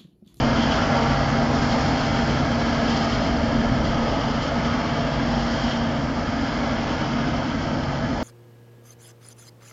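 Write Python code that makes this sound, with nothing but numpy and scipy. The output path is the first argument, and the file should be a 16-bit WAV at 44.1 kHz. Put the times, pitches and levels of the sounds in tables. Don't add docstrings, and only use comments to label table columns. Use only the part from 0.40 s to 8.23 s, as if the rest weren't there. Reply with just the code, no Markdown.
import sys
import numpy as np
from scipy import signal
from scipy.fft import rfft, irfft, next_fast_len
from scipy.io import wavfile
from scipy.ndimage import uniform_filter1d, map_coordinates

SR = 44100
rng = np.random.default_rng(int(sys.argv[2]) if len(sys.argv) > 2 else 0)


def inscribe(sig):
    pcm = np.round(np.clip(np.atleast_2d(sig).T, -1, 1) * 32767)
    wavfile.write(sys.argv[1], SR, pcm.astype(np.int16))


N = 345303


def amp(db):
    return 10 ** (np.asarray(db) / 20)


def unit(x):
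    return x / np.sqrt(np.mean(x ** 2) + 1e-20)


def curve(rows):
    seconds, values = np.transpose(rows)
    return np.interp(np.arange(N) / SR, seconds, values)


def receding(start_db, fade_db_per_s):
    return start_db - fade_db_per_s * np.arange(N) / SR


def wobble(rate):
    knots = rng.standard_normal(2048)
    coarse = np.arange(0, N + 64, 64)
    smooth = map_coordinates(knots, [coarse * rate / SR], mode="wrap")
    return np.interp(np.arange(N), coarse, smooth)


def filtered(x, response):
    padded = next_fast_len(N + SR // 2)
    gain = response(np.fft.rfftfreq(padded, 1 / SR))
    return irfft(rfft(x, padded) * gain, padded)[:N]


def coloured(x, spectrum):
    hz_points, db_points = np.transpose(spectrum)
    hz_points = np.r_[hz_points[0] / 2, hz_points, hz_points[-1] * 2]
    db_points = np.r_[-120, db_points, -120]

    def response(hz):
        return amp(np.interp(np.log(hz + 1), np.log(hz_points), db_points))

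    return unit(filtered(x, response))


def patchy(x, depth_db, size, bins, frames):
    spectrum = signal.stft(x, nperseg=size)[2]
    patches = uniform_filter1d(rng.standard_normal(spectrum.shape), size=bins, axis=0)
    patches = uniform_filter1d(patches, size=frames, axis=1)
    return signal.istft(spectrum * amp(depth_db * unit(patches)), nperseg=size)[1][:N]


def drifting(x):
    return patchy(x, depth_db=0.85, size=512, bins=7, frames=18)


def rippled(x):
    return patchy(x, depth_db=1.6, size=2048, bins=3, frames=20)


def partials(turns, orders, flutter_db, smear, flutter_rate):
    out = np.zeros(N)
    for order, db in orders:
        phase = 2 * np.pi * (round(order) * turns + rng.random())
        phase += smear * wobble(flutter_rate)
        out += amp(db + flutter_db * wobble(flutter_rate)) * np.sin(phase)
    return np.sqrt(2) * out


def impacts(rate, spread_db):
    struck = rng.random(N) < rate / SR
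    sizes = rng.standard_normal(N) * amp(spread_db * rng.standard_normal(N))
    return unit(struck * sizes)


def knife_passes():
    # time in seconds, knife passes per second.
    speed = [(0, 232), (.3, 232.1), (.55, 232.9), (.95, 233.2), (1.5, 232.2), (1.9, 232.1), (2.2, 233.2),
             (2.6, 230.1), (2.9, 232), (3.3, 229.8), (3.65, 231.4), (4, 233.6), (4.4, 233.4), (4.85, 235.2),
             (5.1, 233.4), (5.5, 232.6), (6.1, 233.4), (6.5, 232.2), (6.9, 234), (7.2, 233.7), (7.6, 235.8),
             (7.83, 235.4)]
    return np.cumsum(curve(speed)) / SR


def diesel(cuts):
    # time in seconds, level in dB (before a small trim below).
    firing_level = [(0, -25), (.25, -39), (.42, -44), (.53, -26), (1.05, -30.5), (1.4, -31), (1.75, -32),
                    (2.05, -26), (2.33, -40), (2.6, -29.5), (2.8, -40), (3.38, -34.5), (3.95, -37.5),
                    (4.75, -36), (5.3, -36.5), (5.6, -36.5), (6.35, -40.5), (6.9, -33), (7.25, -40.5),
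                    (7.5, -31.5), (7.83, -42)]
    # time in seconds, level in dB.
    buzz_level = [(0, -45), (.8, -59), (1.05, -40.5), (1.5, -57), (1.95, -40), (2.3, -46), (2.62, -41.5),
                  (3, -50), (3.5, -42), (4, -52.5), (7.83, -52)]
    # multiple of the four-stroke cycle, relative level in dB.
    exhaust_tones = [(3, -6), (5, -7.5), (7, -8.5), (9, -3), (10, -6), (13, -17.5), (16, -10), (18, -13),
                     (40, -13.5), (48, -16.5), (72, -14.5)]
    cycles = cuts / 13.54
    firings = 8 * cycles
    firing = partials(firings, [(1, -.7)], flutter_db=1.5, smear=0.21, flutter_rate=5.8)
    buzz = partials(firings, [(3, 0.0015)], flutter_db=2.0, smear=0.2, flutter_rate=5)
    exhaust = partials(cycles, exhaust_tones, flutter_db=3.0, smear=0.23, flutter_rate=4)
    exhaust_db = receding(-33.5, fade_db_per_s=0.5)
    return amp(curve(firing_level)) * firing + amp(curve(buzz_level)) * buzz + amp(exhaust_db) * exhaust


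def knife_hum(cuts):
    # time in seconds, level of the hum in dB.
    hum_level = [(0, -27.5), (.6, -27.5), (.85, -31), (1, -25), (1.2, -30), (1.5, -29), (1.68, -30),
                 (1.85, -27), (2.2, -29), (2.4, -24), (2.8, -32.5), (3.12, -24), (3.38, -27.5), (3.5, -31),
                 (3.6, -25), (3.8, -38), (3.92, -23.5), (4.03, -42), (4.15, -27.5), (4.62, -33),
                 (4.9, -25.5), (5.25, -28.5), (5.45, -27), (5.7, -38.5), (6.05, -32), (6.33, -31.5),
                 (6.5, -41.5), (7, -31.5), (7.48, -42.5), (7.68, -27), (7.83, -41)]
    # time in seconds, level of the overtones in dB.
    overtone_level = [(0, -42), (.4, -54), (.62, -34), (.85, -49), (1.05, -40.5), (1.5, -43.5), (2.2, -45),
                      (3, -46.5), (3.7, -50.5), (4.3, -53.5), (7.83, -53)]
    # multiple of the knife rate, relative level in dB.
    overtone_mix = [(2, -0.5), (3, -3), (4, -1)]
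    direct = partials(cuts, [(1, 0.0051)], flutter_db=0.3, smear=0.079, flutter_rate=9.3)
    ground = partials(cuts, [(1, 0)], flutter_db=1, smear=2.0, flutter_rate=9)
    ground *= amp(receding(-23, fade_db_per_s=-1.5))
    overtones = partials(cuts, overtone_mix, flutter_db=3.0, smear=0.65, flutter_rate=6.6)
    return amp(curve(hum_level)) * unit(direct + ground) + amp(curve(overtone_level)) * overtones


def shaft_whine(cuts):
    # time in seconds, level in dB.
    whine_level = [(0, -49.5), (.18, -37.5), (.6, -34), (1.1, -36), (1.4, -33.5), (1.7, -38), (1.92, -41),
                   (2.3, -46), (2.62, -32.5), (2.95, -50.5), (4.82, -53), (4.97, -35), (5.3, -41),
                   (5.65, -50), (6.5, -39), (6.8, -54), (7.83, -46)]
    whine = partials(cuts * 3.408, [(1, 0)], flutter_db=2.0, smear=0.058, flutter_rate=14.0)
    return amp(curve(whine_level)) * whine


def fan_tone(cuts):
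    fan = partials(1.447 * cuts, [(1, 0)], flutter_db=3.0, smear=0.45, flutter_rate=3.6)
    return amp(receding(-43.5, fade_db_per_s=0.65)) * fan


def body():
    # frequency in Hz, strength in dB per Hz.
    rumble_colour = [(25, -16.5), (40, -7), (65, 1.9), (85, .5), (105, -0.5), (150, -1.3), (190, -6),
                     (260, -20.5), (400, -41.5)]
    # time in seconds, level of the rumble in dB.
    rumble_level = [(0, -27), (.75, -34), (1.05, -30), (1.42, -26), (1.8, -32), (2.1, -27), (2.55, -33),
                    (2.8, -29), (3.4, -27.5), (3.8, -31), (4.5, -31.5), (5.1, -31.5), (5.4, -32),
                    (6.4, -34.5), (7.83, -31)]
    # frequency in Hz, strength in dB per Hz.
    boom_colour = [(150, -28.5), (205, -4.5), (225, 0), (260, 2.5), (276, 1), (295, -6), (315, -3),
                   (337, -14), (354, -19), (500, -45.5)]
    # time in seconds, level of the boom in dB.
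    boom_level = [(0, -26.5), (.85, -30), (1.45, -26), (2.3, -29.5), (2.9, -26), (4.2, -30), (6.9, -28.5),
                  (7.5, -31)]
    rumble = coloured(rng.standard_normal(N), rumble_colour)
    boom = coloured(rng.standard_normal(N), boom_colour)
    return amp(curve(rumble_level)) * rumble + amp(curve(boom_level)) * boom


def chopping(cuts):
    # time in seconds, swell of the crop flow in dB.
    flow = [(.1, -0.5), (.36, 0.9), (.62, 0.5), (1.02, -0.5), (1.32, 1.9), (1.9, 1), (2.18, 0), (2.38, 2),
            (2.52, 2.5), (2.74, 2), (2.9, 0.2), (3.22, -1), (3.55, 0), (4.4, 0.7), (4.75, -.5), (5.28, 3),
            (5.5, -0.5), (5.75, -0.4), (6.1, 2.2), (6.6, 1.9), (7.4, 0.2), (7.83, 1.3)]
    # frequency in Hz, strength in dB per Hz.
    roar_colour = [(250, -29), (370, -8.5), (450, -5), (560, -0.5), (610, -1), (680, 2.5), (750, -5),
                   (900, -3.5), (1010, -9), (1400, -36.5)]
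    # time in seconds, level of the roar in dB, before the feed's flutter.
    roar_level = [(0, -27), (1.2, -27.5), (2.25, -29), (2.7, -28), (3.3, -28.5), (3.65, -27), (4, -29),
                  (4.6, -29), (5.1, -30.5), (6.05, -31), (6.45, -29.5), (7.1, -31.5), (7.83, -30.5)]
    # frequency in Hz, strength in dB per Hz.
    rattle_colour = [(700, -29.5), (1030, -4), (1270, 2), (1480, -2), (1680, -0.5), (1860, -7),
                     (2030, -4.5), (2230, -6.5), (2450, -13), (2900, -15.5), (3900, -32), (5000, -52)]
    # time in seconds, level of the rattle in dB, before swell and flutter.
    rattle_level = [(0, -29), (.15, -29), (.55, -28), (1.1, -30.5), (2, -31.5), (2.6, -32.5), (3.2, -32.5),
                    (4.35, -32), (5.2, -34), (6.05, -34), (6.35, -33.5), (6.75, -34), (7.4, -35),
                    (7.83, -36)]
    # frequency in Hz, strength in dB per Hz.
    ring_colour = [(2200, -28.5), (2600, -8), (2900, -3.5), (3080, 0.5), (3220, 1), (3450, -5.5),
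                   (3800, -12), (4500, -38.5)]
    # time in seconds, level of the ring in dB, before the flutter.
    ring_level = [(0, -38.5), (.33, -35.5), (.85, -40), (1.3, -39), (1.9, -39.5), (2.17, -41), (2.52, -37),
                  (3.15, -42), (3.8, -40.5), (4.4, -40.5), (5.1, -41), (5.3, -38.5), (5.75, -46),
                  (6.1, -41.5), (6.55, -40.5), (7.1, -42), (7.4, -45), (7.83, -45.5)]
    # frequency in Hz, strength in dB per Hz.
    hiss_colour = [(3000, -27), (3950, -6), (4250, -1.5), (4800, 0), (5350, -1.5), (5850, -7.5),
                   (6500, -11), (7300, -16.5), (7600, -24)]

    strokes = 1 + 0.041 * np.cos(2 * np.pi * cuts)
    roar = coloured(drifting(strokes * rng.standard_normal(N)), roar_colour)
    rattle = coloured(rippled(strokes * impacts(rate=26000, spread_db=0.5)), rattle_colour)
    ring = coloured(rippled(impacts(rate=15000, spread_db=4.0)), ring_colour)
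    hiss = coloured(rippled(impacts(rate=24000, spread_db=2.0)), hiss_colour)

    swell_db, feed = curve(flow), wobble(38)
    roar_db = curve(roar_level) + 0.11 * feed
    rattle_db = curve(rattle_level) + 0.54 * swell_db + 0.13 * feed
    ring_db = curve(ring_level) + 0.85 * feed + 0.27 * wobble(18)
    hiss_db = receding(-38, fade_db_per_s=1) + 1.2 * swell_db
    hiss_db += 0.59 * feed + 0.16 * wobble(16)
    return amp(roar_db) * roar + amp(rattle_db) * rattle + amp(ring_db) * ring + amp(hiss_db) * hiss


def breeze():
    # frequency in Hz, strength in dB per Hz.
    breeze_colour = [(12, -14.5), (22, -4.5), (35, -0.5), (55, 1), (80, -14)]
    # time in seconds, level in dB.
    breeze_level = [(0, -34), (.65, -44), (1.35, -32), (1.9, -43), (2.5, -43.5), (3.15, -34.5), (3.6, -34),
                    (4.1, -42.5), (4.9, -46), (5.7, -41), (6.6, -43.5), (7.83, -42)]
    return amp(curve(breeze_level)) * coloured(rng.standard_normal(N), breeze_colour)


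def clumps():
    # middle in seconds, crash level in dB, half-length in seconds, spray level in dB.
    clump_rows = [(.225, -31.5, .016, -50), (0.325, -32, .016, -49.5), (1.229, -43.5, 0.022, -47),
                  (1.46, -43, 0.013, -43.5), (1.863, -46.5, .015, -42), (2.501, -43, 0.0073, -37),
                  (2.575, -39.5, .008, -37.5), (2.624, -46, .014, -45.5), (2.718, -45, .02, -45),
                  (2.878, -41.5, .011, -45.5), (3.464, -42.5, .02, -42), (3.809, -37, 0.011, -47.5),
                  (4.032, -40, 0.011, -38.5), (4.267, -40.5, .018, -50.5), (4.74, -41.5, .014, -47.5),
                  (5.253, -40.5, .025, -50.5), (6.525, -45, .018, -51.5)]
    # frequency in Hz, strength in dB per Hz.
    crash_colour = [(900, -14), (1500, -3), (2100, -2), (2500, -11.5), (3150, 10), (3800, -5.5), (4800, -4),
                    (5800, -13), (7300, -19)]
    # frequency in Hz, strength in dB per Hz.
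    spray_colour = [(3200, -19.5), (4200, -0.5), (4900, 3.5), (5700, -4), (6600, -11), (7400, -14)]
    t = np.arange(N) / SR
    crash_gain, spray_gain = np.zeros((2, N))
    for middle, crash_db, length, spray_db in clump_rows:
        surge = np.exp(-.5 * ((t - middle) / length) ** 2)
        crash_gain += amp(crash_db) * surge
        spray_gain += amp(spray_db) * surge
    crash = coloured(impacts(rate=4700, spread_db=1.5), crash_colour)
    spray = coloured(impacts(rate=8100, spread_db=2.5), spray_colour)
    return crash_gain * crash + spray_gain * spray


def scene():
    cuts = knife_passes()
    tones = diesel(cuts) + knife_hum(cuts) + shaft_whine(cuts) + fan_tone(cuts)
    return (tones + body() + chopping(cuts) + breeze() + clumps())[None]


def record(dry):
    return filtered(dry[0], lambda hz: hz < 7520)[None]


dry = scene()
out = record(dry)
inscribe(out)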